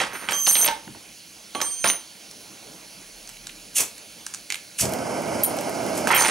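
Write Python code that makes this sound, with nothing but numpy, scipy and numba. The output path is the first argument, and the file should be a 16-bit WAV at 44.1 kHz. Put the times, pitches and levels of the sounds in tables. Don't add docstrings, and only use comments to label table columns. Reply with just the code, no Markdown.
import sys
import numpy as np
from scipy import signal
from scipy.fft import rfft, irfft, next_fast_len
from scipy.io import wavfile
from scipy.ndimage import uniform_filter1d, minimum_filter1d, map_coordinates
from numba import njit

SR = 44100
rng = np.random.default_rng(int(sys.argv[2]) if len(sys.argv) > 2 else 0)


def attenuation_scalar(level_db):
    decades = np.asarray(level_db, float) / 20
    return 10 ** decades


def unload_audio(sound):
    columns = np.transpose(np.atleast_2d(sound))
    steps = np.round(np.clip(columns, -1, 1) * 32767)
    wavfile.write(sys.argv[1], SR, steps.astype(np.int16))


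N = 277874
TIME_S = np.arange(N) / SR

# frequency_hz, likeness (-1 to 1)
FAR_LIKENESS = [(60, 1), (400, 0.99), (1200, 0.24), (3000, 0.95), (7000, 1), (15000, 0.97)]
# start_s, main_modes_db, overtones_db
ROD_RINGS = [(0, -38, -49), (.133, -47, -46), (.288, -51, -60), (0.331, -28.5, -44), (.37, -30.5, -53),
             (.466, -23, -20), (0.487, -13, -24), (.511, -37, -29), (.522, -27, -25), (.554, -32, -33.5),
             (.613, -17, -50), (0.626, -21.5, -29), (.645, -31, -42), (.662, -42, -30), (.677, -46, -44),
             (1.55, -41, -42), (1.614, -23, -38), (1.631, -33.5, -43), (1.844, -32, -24.5),
             (1.874, -24.5, -29.5), (1.9, -25, -25.5), (5.435, -60, -26), (5.448, -62, -40),
             (6.073, -53, -48), (6.116, -34, -41), (6.131, -53, -63), (6.147, -55, -38),
             (6.178, -27.5, -29), (6.208, -26, -28), (6.248, -52, -30), (6.272, -36, -31.5)]
# start_s, main_modes_db, overtones_db
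STRIKER_RINGS = [(0, -44, -55), (.133, -55, -51.5), (.309, -35, -39.5), (.37, -42.5, -42),
                 (.4717, -32, -32), (0.488, -22, -23), (.522, -25, -31.5), (.613, -26.5, -31),
                 (.645, -45, -26), (0.661, -27, -43), (.677, -53, -56), (1.549, -56, -58),
                 (1.616, -36.5, -42), (1.632, -30.5, -52), (1.749, -43, -68), (1.843, -32, -48),
                 (1.874, -42, -41.5), (1.9, -32, -47), (1.94, -50, -54), (5.435, -48, -26),
                 (5.448, -44, -48), (6.072, -37, -39), (6.116, -33.5, -43), (6.131, -60, -55),
                 (6.147, -27, -24.5), (6.178, -31, -38)]
SWELLS = [.37, .554, 1.75, 6.178]


def unit(x):
    return x / np.sqrt(np.mean(x ** 2) + 1e-20)


def along(points, hz):
    f, v = np.transpose(points)
    return np.interp(np.log(hz + 1), np.log(f + 1), v)


def wobble(rate):
    knots = rng.standard_normal(int(N * rate / SR) + 4)
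    return map_coordinates(knots, [np.arange(N) * rate / SR])


def filtered(x, response):
    m = next_fast_len(N + SR // 2)
    return irfft(rfft(x, m) * response(np.fft.rfftfreq(m, 1 / SR)), m)[..., :N]


def resonances(peaks):
    def response(f):
        total = 0
        for k, (centre, width, db) in enumerate(peaks):
            total = total + (-1) ** k * attenuation_scalar(db) * 1j * f * width / (centre ** 2 - f * f + 1j * f * width)
        return total
    return response


def strokes(rows, rise, fall):
    s, db, hold = np.transpose(rows)[..., None]
    before = np.clip(s - TIME_S, 0, None)
    after = np.clip(TIME_S - s - hold, 0, None)
    return (db - rise * before - fall * after).max(axis=0)


def rush(spectrum, likeness, patchy_db):
    z = signal.stft(rng.standard_normal((2, N)), nperseg=512)[2]
    field = uniform_filter1d(rng.standard_normal(z.shape[1:]), size=6, axis=0)
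    field = uniform_filter1d(field, size=10, axis=1)
    pair = signal.istft(z * attenuation_scalar(patchy_db * unit(field)), nperseg=512)[1][:, :N]

    def spread(hz):
        angle = np.arccos(np.clip(along(likeness, hz), -1, 1)) / 2
        return attenuation_scalar(along(spectrum, hz)) * [np.cos(angle), np.sin(angle)]

    mid, side = filtered(pair, spread)
    return unit(np.array([mid + side, mid - side]))


def grains(spectrum, rate, spread_db):
    size = attenuation_scalar(spread_db * rng.exponential(1, N))
    slips = (rng.random(N) < rate / SR) * rng.standard_normal(N) * size
    return unit(filtered(slips, lambda hz: attenuation_scalar(along(spectrum, hz))))


def cracks(times, dbs, hzs, t60s, width, strike=0):
    out, t = np.zeros(N + SR), np.arange(SR // 5) / SR
    hzs, t60s = np.broadcast_to(hzs, len(times)), np.broadcast_to(t60s, len(times))
    for s, db, hz, t60 in zip(times, dbs, hzs, t60s):
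        noise = rng.standard_normal(len(t)) * attenuation_scalar(-60 * t / max(t60, .001)) + strike * (t == 0)
        edges = np.clip([hz / width, hz * width], 25, 14500)
        order = round(np.clip(.5 + hz / 400, 1.6, 3))
        burst = signal.lfilter(*signal.butter(order, edges, "band", fs=SR), noise)
        out[round(s * SR):][:len(t)] += attenuation_scalar(db) * burst / np.abs(burst).max()
    return out[:N]


def background():
    # start_s, level_db
    murmur_levels = [(1.3, -55), (2.2, -55.5), (2.68, -50.5), (3.08, -54.5)]
    # frequency_hz, density_db
    murmur_spectrum = [(15, -36), (25, -5), (46, 6), (64, -20), (109, -3), (143, -9), (167, -2.5),
                       (275, -6.5), (327, -1.5), (350, -11), (430, -7.5), (537, -9.5), (585, -8),
                       (1500, -17), (1950, -44), (3300, -120)]
    # start_s, level_db, hold_s
    drone_swells = [(3.23, -53.5, .4)]
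    murmur_db = np.interp(TIME_S, *np.transpose(murmur_levels)) + 2.5 + 0.085 * wobble(8.3)
    murmur = attenuation_scalar(murmur_db) * rush(murmur_spectrum, FAR_LIKENESS, patchy_db=2.0)
    drone_db = strokes(drone_swells, rise=36, fall=85) + 10.5
    drone = attenuation_scalar(drone_db) * np.sin(2 * np.pi * 34 * TIME_S + .4 * wobble(3))
    whine_hz = 15625
    whine = attenuation_scalar(-68 + 3 * wobble(70)) * np.sin(2 * np.pi * whine_hz * TIME_S + .8 * wobble(150))
    return murmur + drone + whine


def walls(x):
    # frequency_hz, t60_s
    decay = [(200, 0.41), (2000, 0.31), (10000, 0.22)]
    hz, t, z = signal.stft(rng.standard_normal((2, SR // 2)), SR, nperseg=256)
    mid, side = signal.istft(z * attenuation_scalar(-60 * t / along(decay, hz)[:, None]), SR, nperseg=256)[1]
    tail = np.array([mid + 0.74 * side, mid - 0.14 * side])
    delayed = np.pad(x, (150, 0))[None]
    return signal.fftconvolve(delayed, tail / np.linalg.norm(tail[0]), axes=1)[:, :N]


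def burner():
    # start_s, level_db
    jet_levels = [(1.2, -49.5), (2.2, -48.5), (4.85, -48.5), (4.97, -49), (5.6, -44.5)]
    # start_s, level_db
    flame_levels = [
        (4.79, -59),
        (4.836, -29),
        (5.432, -27),
        (5.454, -33.5),
        (5.47, -28.5),
        (6.07, -26.5),
        (6.27, -38),
    ]
    # frequency_hz, density_db
    jet_spectrum = [(710, -35), (1200, -21), (1250, -36), (1380, -9.5), (1980, -9.5), (2200, -4),
                    (3870, -6), (4360, -1.5), (5020, -5), (6440, -3.5), (8080, -14), (9310, -6),
                    (10700, -6), (14700, -25.5), (16000, -11)]
    flame_spectrum = [(24, -67), (40, -40), (75, -10.5), (262, -0.5), (422, -5), (663, 1), (1090, -13.5),
                      (1550, -14), (1810, -26), (2210, -14), (2500, -23.5), (3050, -22), (3700, -43),
                      (5050, -21), (8340, -29), (9690, -24), (16000, -53)]
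    # frequency_hz, likeness (-1 to 1)
    near_likeness = [(60, .99), (500, 0.73), (1200, 0.78), (3000, 1), (7000, 1), (15000, .99)]
    jet_db = np.interp(TIME_S, *np.transpose(jet_levels)) + 3.5 + 0.13 * wobble(5.3)
    jet = attenuation_scalar(jet_db) * rush(jet_spectrum, FAR_LIKENESS, patchy_db=1.6)
    flutter_db = .3 * wobble(14) + .7 * wobble(55)
    flame_db = np.interp(TIME_S, *np.transpose(flame_levels), left=-150, right=-150)
    flame = attenuation_scalar(flame_db + flutter_db) * rush(flame_spectrum, near_likeness, patchy_db=0.3)
    return jet + flame


def chatter():
    # start_s, level_db, hold_s
    passes = [(.153, -36, 0.015), (.214, -37, 0.03), (.285, -36, .003)]
    count = np.floor(np.cumsum(230 * attenuation_scalar(3.3 * wobble(90))) / SR)
    catches = np.diff(count, prepend=0) * attenuation_scalar(rng.uniform(-12, 3.5, N))
    catches = catches + 0.041 * rng.standard_normal(N)
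    body = resonances([(1500, 1600, 0)])
    return attenuation_scalar(strokes(passes, rise=200, fall=410)) * unit(filtered(catches, lambda f: body(f) ** 2))


def drag_level():
    # start_s, level_db, hold_s
    drags = [(0, -24.5, 0.017), (.29, -31.5, 0.042), (.468, -28.5, .002), (.55, -32, 0.14),
             (1.55, -37, .002), (1.604, -31, .002), (1.843, -25.5, 0.0043), (6.074, -24.5, .002),
             (6.104, -25, 0.21)]
    return strokes(drags, rise=23000, fall=275)


def friction():
    # start_s, level_db, hold_s
    scrapes = [
        (3.768, -22, 0.048),
        (4.803, -21.5, 0.022),
        (5.962, -34, 0.025),
    ]
    # start_s, level_db, hold_s
    bites = [
        (3.758, -24, 0.032),
        (4.787, -28.5, 0.011),
    ]
    # frequency_hz, density_db
    rub_spectrum = [(240, -16), (400, -15.5), (442, -3), (566, -8.5), (905, -4), (1060, -10), (1300, -6),
                    (4530, -17), (5800, -17), (10500, -22), (13000, -38), (15000, -60)]
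    rasp_spectrum = [(1470, -19.5), (2500, -5), (2750, -11), (3610, -12.5), (6390, 0), (10100, -1),
                     (13700, -9.5), (15700, -17), (16200, -46)]
    grit_spectrum = [(150, -37), (250, -11), (592, -4.5), (771, -6.5), (1500, -10.5), (2750, -10),
                     (3500, -7), (4550, -35), (7700, -120)]
    # frequency_hz, width_hz, level_db
    sing_peaks = [(2800, 800, -3.5), (6300, 780, -2), (9600, 2000, -1)]
    drag = attenuation_scalar(drag_level() + 2.4 * wobble(130)) * grains(rub_spectrum, rate=5000, spread_db=1.5)
    scrape_db = strokes(scrapes, rise=960, fall=500)
    late_db = np.roll(scrape_db, round(0.025 * SR))
    low_db = np.minimum(scrape_db, late_db) - 9.5
    stutter_db = 2.9 * wobble(170)
    fine = attenuation_scalar(scrape_db + stutter_db) * grains(rasp_spectrum, rate=13000, spread_db=1.0)
    low = attenuation_scalar(low_db + stutter_db) * grains(grit_spectrum, rate=9800, spread_db=0.5)
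    tone = unit(filtered(rng.standard_normal(N), lambda f: resonances(sing_peaks)(f) ** 2))
    sing = attenuation_scalar(strokes(bites, rise=2000, fall=690) + stutter_db) * tone
    return drag + fine + low + sing


def thumps():
    # start_s, peak_db, pitch_hz
    blows = [(.001, -29, 350), (.0011, -17, 2100), (.134, -33, 350), (.222, -34, 340), (.28, -35.5, 370),
             (.678, -25, 1000), (.89, -37.5, 124), (.948, -45, 570), (.95, -43, 330), (1.549, -21, 460),
             (1.843, -14, 750), (3.8, -34.5, 206), (4.81, -25, 78), (4.826, -22.5, 110), (4.84, -23, 120)]
    return cracks(*np.transpose(blows), 0.21, width=1.89)


def hollow_knocks():
    # level_db, pitch_hz, t60_s
    modes = [(-22, 897, 0.17), (-33, 770, 0.17), (-27, 590, 0.14), (-34, 1136, 0.52), (-29, 1136, 0.27),
             (-30.5, 1136, 0.24), (-28.5, 3182, 0.79), (-46, 63, 0.34), (-40, 54, 0.21), (-28, 490, 0.14),
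             (-26, 780, 0.3), (-23, 970, 0.43), (-38, 3180, 1.24), (-37, 3180, 0.36), (-35, 818, .15),
             (-31, 1560, 0.19), (-32, 1780, 0.17), (-27.5, 3182, 0.52), (-26, 3165, 0.25),
             (-33, 308, 0.093), (-32, 200, .07), (-41.5, 350, 0.084), (-25.5, 895, 0.12), (-43, 4750, 0.76),
             (-40, 4750, 0.9)]
    starts = [.682, .715, .665, .323, 1.549, 1.615, .325, .9, .7, 1.549, 6.14, 6.175, 1.56, 1.85, .684,
              .684, .68, .545, 6.145, .886, .872, .955, .72, 1.66, .335]
    out = np.zeros(N)
    for start, (db, hz, t60) in zip(starts, modes):
        since = np.clip(TIME_S - start, 0, None)
        level = attenuation_scalar(db - 60 * since / t60) * (1 - np.exp(-since / 0.0016)) * attenuation_scalar(1.6 * wobble(60))
        out += level * np.sin(2 * np.pi * hz * since + 1.07 * wobble(45))
    return out


def ticks():
    # start_s, peak_db, pitch_hz
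    touches = [(2.312, -30.5, 6300), (3.2747, -28, 6340), (3.292, -26, 8900), (3.2975, -30.5, 6500),
               (3.369, -35, 3000), (3.4695, -19, 6000), (3.4935, -31, 2900), (3.497, -30, 2870),
               (3.981, -25.5, 8600), (4.2653, -15, 6900), (4.3386, -21, 7010), (4.342, -25, 7000),
               (4.3465, -16, 6800), (4.5021, -17, 2760), (4.5026, -13.5, 6440), (4.523, -15, 6860),
               (4.544, -18, 7000), (4.5104, -22, 2640), (4.5226, -15.5, 2830), (4.5435, -19, 2850),
               (4.5558, -27, 9150), (4.5555, -22, 2380), (4.789, -17, 6500), (4.797, -13, 6400),
               (4.894, -23, 9500), (4.923, -24, 11000), (5.568, -23, 10500), (5.61, -21, 10000),
               (5.695, -24, 9500), (.288, -22, 7500), (.309, -19, 7500), (.3225, -16, 5500),
               (4.8543, -15, 6300), (4.9358, -17.5, 7300), (4.9874, -29, 5200), (4.9365, -18.5, 11900),
               (5.22, -32, 12000), (5.2585, -33, 4000), (5.285, -37, 12400), (5.436, -19, 11600),
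               (5.4466, -14.5, 9200), (5.5872, -19.5, 6450), (5.6489, -30, 5050), (5.865, -27, 11000),
               (5.9, -30, 9650), (1.55, -33, 5500), (1.604, -28, 6500), (1.6165, -11.5, 5230),
               (1.843, -29, 5040), (6.0725, -13, 7600), (6.078, -19, 7550), (6.105, -10, 4200),
               (6.1765, -15, 6600), (6.208, -5, 6500), (6.2225, -12, 6000), (6.2485, -11, 5400),
               (6.272, -8.5, 6560), (6.283, -17, 4970)]
    # frequency_hz, width_hz, level_db
    gripped = [(840, 460, -4), (1590, 420, 3), (2800, 590, 0.5), (4000, 320, 1.5), (6300, 630, 1),
               (8650, 610, -1), (12900, 2500, -10)]
    s, db, hz = np.transpose(touches)
    t60_s = 0.011
    bright = cracks(s, db, hz, t60_s, width=1.41, strike=3.25)
    push = cracks(s, db - 0.5, 3600, t60_s, width=5.0, strike=1.2)
    return bright + filtered(push, resonances(gripped))


def clinks():
    # start_s, peak_db, crack_hz
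    hits = [(.0024, -11, 1800), (0.0169, -22, 1730), (0.0219, -21, 1800), (0.0382, -13, 1390),
            (0.1333, -26, 1500), (0.2876, -6, 2070), (0.309, -19, 2120), (0.321, -13, 2000),
            (0.4642, -15, 3550), (.471, -2, 3860), (.475, -19, 3000), (0.477, -11, 1100),
            (0.481, -22, 4600), (0.5112, -22, 2000), (.5214, -42, 3160), (0.5538, -3.5, 3070),
            (0.5553, -6, 2800), (0.5682, -13, 3060), (0.6125, -18, 3910), (0.628, -28, 3150),
            (0.646, -8.5, 2960), (0.661, -13, 2900), (0.663, -12, 2930), (0.6761, -5.5, 3180),
            (0.6794, -6.5, 2870), (.686, -12, 3070), (0.8779, -31, 1300), (0.9482, -36, 1170),
            (1.5496, -17.5, 2750), (1.553, -20, 2000), (1.6035, -18, 2240), (1.6151, -13.5, 2250),
            (1.842, -10.5, 3300), (1.8427, -9, 2200), (1.848, -16, 1100), (1.857, -15, 3120),
            (1.867, -16, 2300), (1.8738, -9, 3880), (1.8878, -13, 3920), (1.897, -15, 4000),
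            (1.9, -9.5, 2400)]
    # start_s, peak_db, crack_hz
    bounces = [(6.0729, -9, 1110), (6.077, -17, 1200), (6.104, 5, 1270), (6.11, -13.5, 1500),
               (6.115, -15, 1290), (6.121, -22, 1500), (6.1332, -0.5, 1510), (6.1385, -6, 1290),
               (6.1414, -10, 1800), (6.1468, -17, 1520), (6.155, -18, 1500), (6.162, -28, 1500),
               (6.176, -11, 1300), (6.184, -21, 1210), (6.19, -7, 1430), (6.2124, -8, 1080),
               (6.226, -22, 1200), (6.237, -14, 1060), (6.2479, -3, 1840), (6.257, -10, 1800),
               (6.262, -13, 1443), (6.2714, -16, 1260), (6.283, -22, 1690), (6.287, -12, 1190)]
    # frequency_hz, width_hz, level_db
    desk = [(220, 140, -3), (363, 42, 1), (513, 29, 0.5), (770, 67, -1), (922, 65, 2), (1260, 250, -10)]
    grip = [(770, 57, -7), (950, 50, 2.5), (1290, 70, -4), (1690, 50, -4.5), (1800, 50, -3), (2200, 90, -8),
            (2480, 70, -7), (2750, 90, -7), (3580, 200, -14), (4330, 250, -10)]
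    s, db, hz = np.transpose(hits + bounces)
    dropped = np.arange(len(s)) >= len(hits)
    thud_db = 13 + 0.47 * db + 5 * dropped
    blows = np.bincount(np.round(s * SR).astype(int), attenuation_scalar(thud_db), N)
    drop_s, drop_db, _ = np.transpose(bounces)
    taps = np.bincount(np.round(drop_s * SR).astype(int), attenuation_scalar(drop_db + 16), N)
    snap = cracks(s, db, hz, 0.015, width=1.624, strike=7.2)
    return snap + filtered(blows, resonances(desk)) + filtered(taps, resonances(grip))


def hard_edges():
    # start_s, peak_db, pitch_hz
    blows = [(.466, 14, 3450), (0.47, 0, 2930), (0.487, -7, 5000), (0.521, -1, 7200), (.554, 0.5, 2900),
             (0.614, 0.5, 7000), (.677, 2, 4160), (6.072, -8, 1500), (6.1048, 5, 1300), (6.132, 16.5, 1500)]
    return cracks(*np.transpose(blows), 0.0025, width=1.86)


def ringing():
    held = [0, .325, .4867, .677, 1.549, 1.615, 1.843, 1.899, 1.94, 5.448, 6.073, 6.147, 6.23, 6.272]
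    marks = np.sort([s for s, *_ in ROD_RINGS + STRIKER_RINGS] + held + SWELLS)

    def at(times):
        return np.abs(marks[:, None] - times).min(axis=1) < .004

    rate = np.where(at(held), -255, np.where(at(SWELLS), 82, -40))
    fade = np.cumsum(rate[np.maximum(np.searchsorted(marks, TIME_S, side="right") - 1, 0)]) / SR
    levels = []
    for s, *dbs in (np.transpose(ROD_RINGS), np.transpose(STRIKER_RINGS)):
        row = np.maximum(np.searchsorted(s, TIME_S, side="right") - 1, 0)
        first = np.clip(np.round(s * SR).astype(int), 0, N - 1)[row]
        levels.append([(db[row] + fade - fade[first], TIME_S - s[row]) for db in dbs])
    rod, striker = levels
    return [rod[0], striker[0], rod[1], striker[1]]


def steel():
    mode_hz = [3178, 6220, 4748, 7838, 8660, 9505, 14730, 13400, 11630, 15470, 12560]
    # level_db, follows (0 rod, 1 striker, 2 and 3 their overtones), twin_offset_hz,
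    # twin_share (0-1), own_damping_db_per_s
    modes = [(-14.5, 2, 16, 0.52, 16), (4, 0, 12, 0.34, 13), (-26, -2, 31, 0.27, 19), (-11, 3, 22, .4, 15),
             (5, 1, 14, 0.14, -11), (6, 2, 36, 0.18, 16), (-9, 2, 10, 0.22, 52), (-28, 2, 20, .3, 5),
             (6.5, 3, 60, 0.76, 32), (-3, 3, 150, 1, 50), (-17, 3, 20, .3, 5)]
    # start_s, peak_db, pitch_hz, t60_s
    shivers = [
        (6.2, -13, 9400, 0.072),
        (5.434, -17.5, 11700, 0.09),
        (5.449, -17, 9560, 0.13),
    ]
    rings = ringing()
    struck = np.array([r for r in ROD_RINGS + STRIKER_RINGS if np.abs(r[0] - np.array(SWELLS)).min() > .004])
    snaps = cracks(struck[:, 0], struck[:, 1:].max(axis=1) + 7.3, 7800, 0.009, width=1.36)
    out = snaps + cracks(*np.transpose(shivers), width=1.02)
    rattle = np.clip((drag_level() + 45) / 22, .15, 1)
    for hz, (db, follows, twin_hz, share, damping) in zip(mode_hz, modes):
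        shake_db = .8 * wobble(25) + 2.5 * rattle * wobble(130)
        ring_db, since = rings[round(follows)]
        level = attenuation_scalar(ring_db + db - damping * np.minimum(since, .3) + shake_db)
        phase = 1.46 * rattle * wobble(90) + 1.15 * wobble(26)
        main = np.sin(2 * np.pi * hz * TIME_S + phase)
        twin = share * np.sin(2 * np.pi * ((hz + twin_hz) * TIME_S + rng.random()))
        out += uniform_filter1d(level, size=90) * (main + twin)
    return out


def scene():
    knocks = clinks() + ticks() + thumps() + hollow_knocks() + friction() + chatter()
    rings, edges = steel(), hard_edges()
    direct = knocks + rings * attenuation_scalar([[-1.2], [1.2]]) + edges
    reflected = walls(attenuation_scalar(-6.5) * knocks + attenuation_scalar(-8.5) * rings + attenuation_scalar(-16.0) * edges)
    return direct + reflected + burner() + background()


@njit
def recover(gain, step):
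    out = gain.copy()
    for i in range(1, len(out)):
        out[i] = min(gain[i], out[i - 1] + step * (1 - out[i - 1]))
    return out


def top_cut(x):
    return signal.sosfilt(signal.butter(12, 16480, fs=SR, output="sos"), x)


def record(dry):
    # frequency_hz, left_minus_right_db
    tilt = [(60, 1), (110, 0), (200, -0.5), (380, -1.5), (700, -6), (1290, -5.5), (2380, -6), (4400, -3),
            (8120, -2), (15000, 1.5)]
    # frequency_hz, phase_rad
    lead = [(0, 0.99), (520, -0.71), (1640, -0.63), (3190, 0.2), (3530, 1), (3790, 0.5), (8440, 0.44),
            (16000, -0.0036)]

    def ports(hz):
        band = (hz / 70) ** 2 / (1 + (hz / 70) ** 2) / (1 + (hz / 15800) ** 150)
        half = attenuation_scalar(along(tilt, hz) / 2) * np.exp(.5j * along(lead, hz))
        return band * np.array([half, 1 / half])

    x = filtered(dry, ports)
    need = np.minimum(1, attenuation_scalar(-5.5) / (np.abs(x).max(axis=0) + 1e-9))
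    ahead = minimum_filter1d(need, size=131, origin=-58)
    gain = uniform_filter1d(recover(ahead, 1 / (0.0034 * SR)), size=9)
    return top_cut(x * gain)


dry = scene()
out = record(dry)
unload_audio(out)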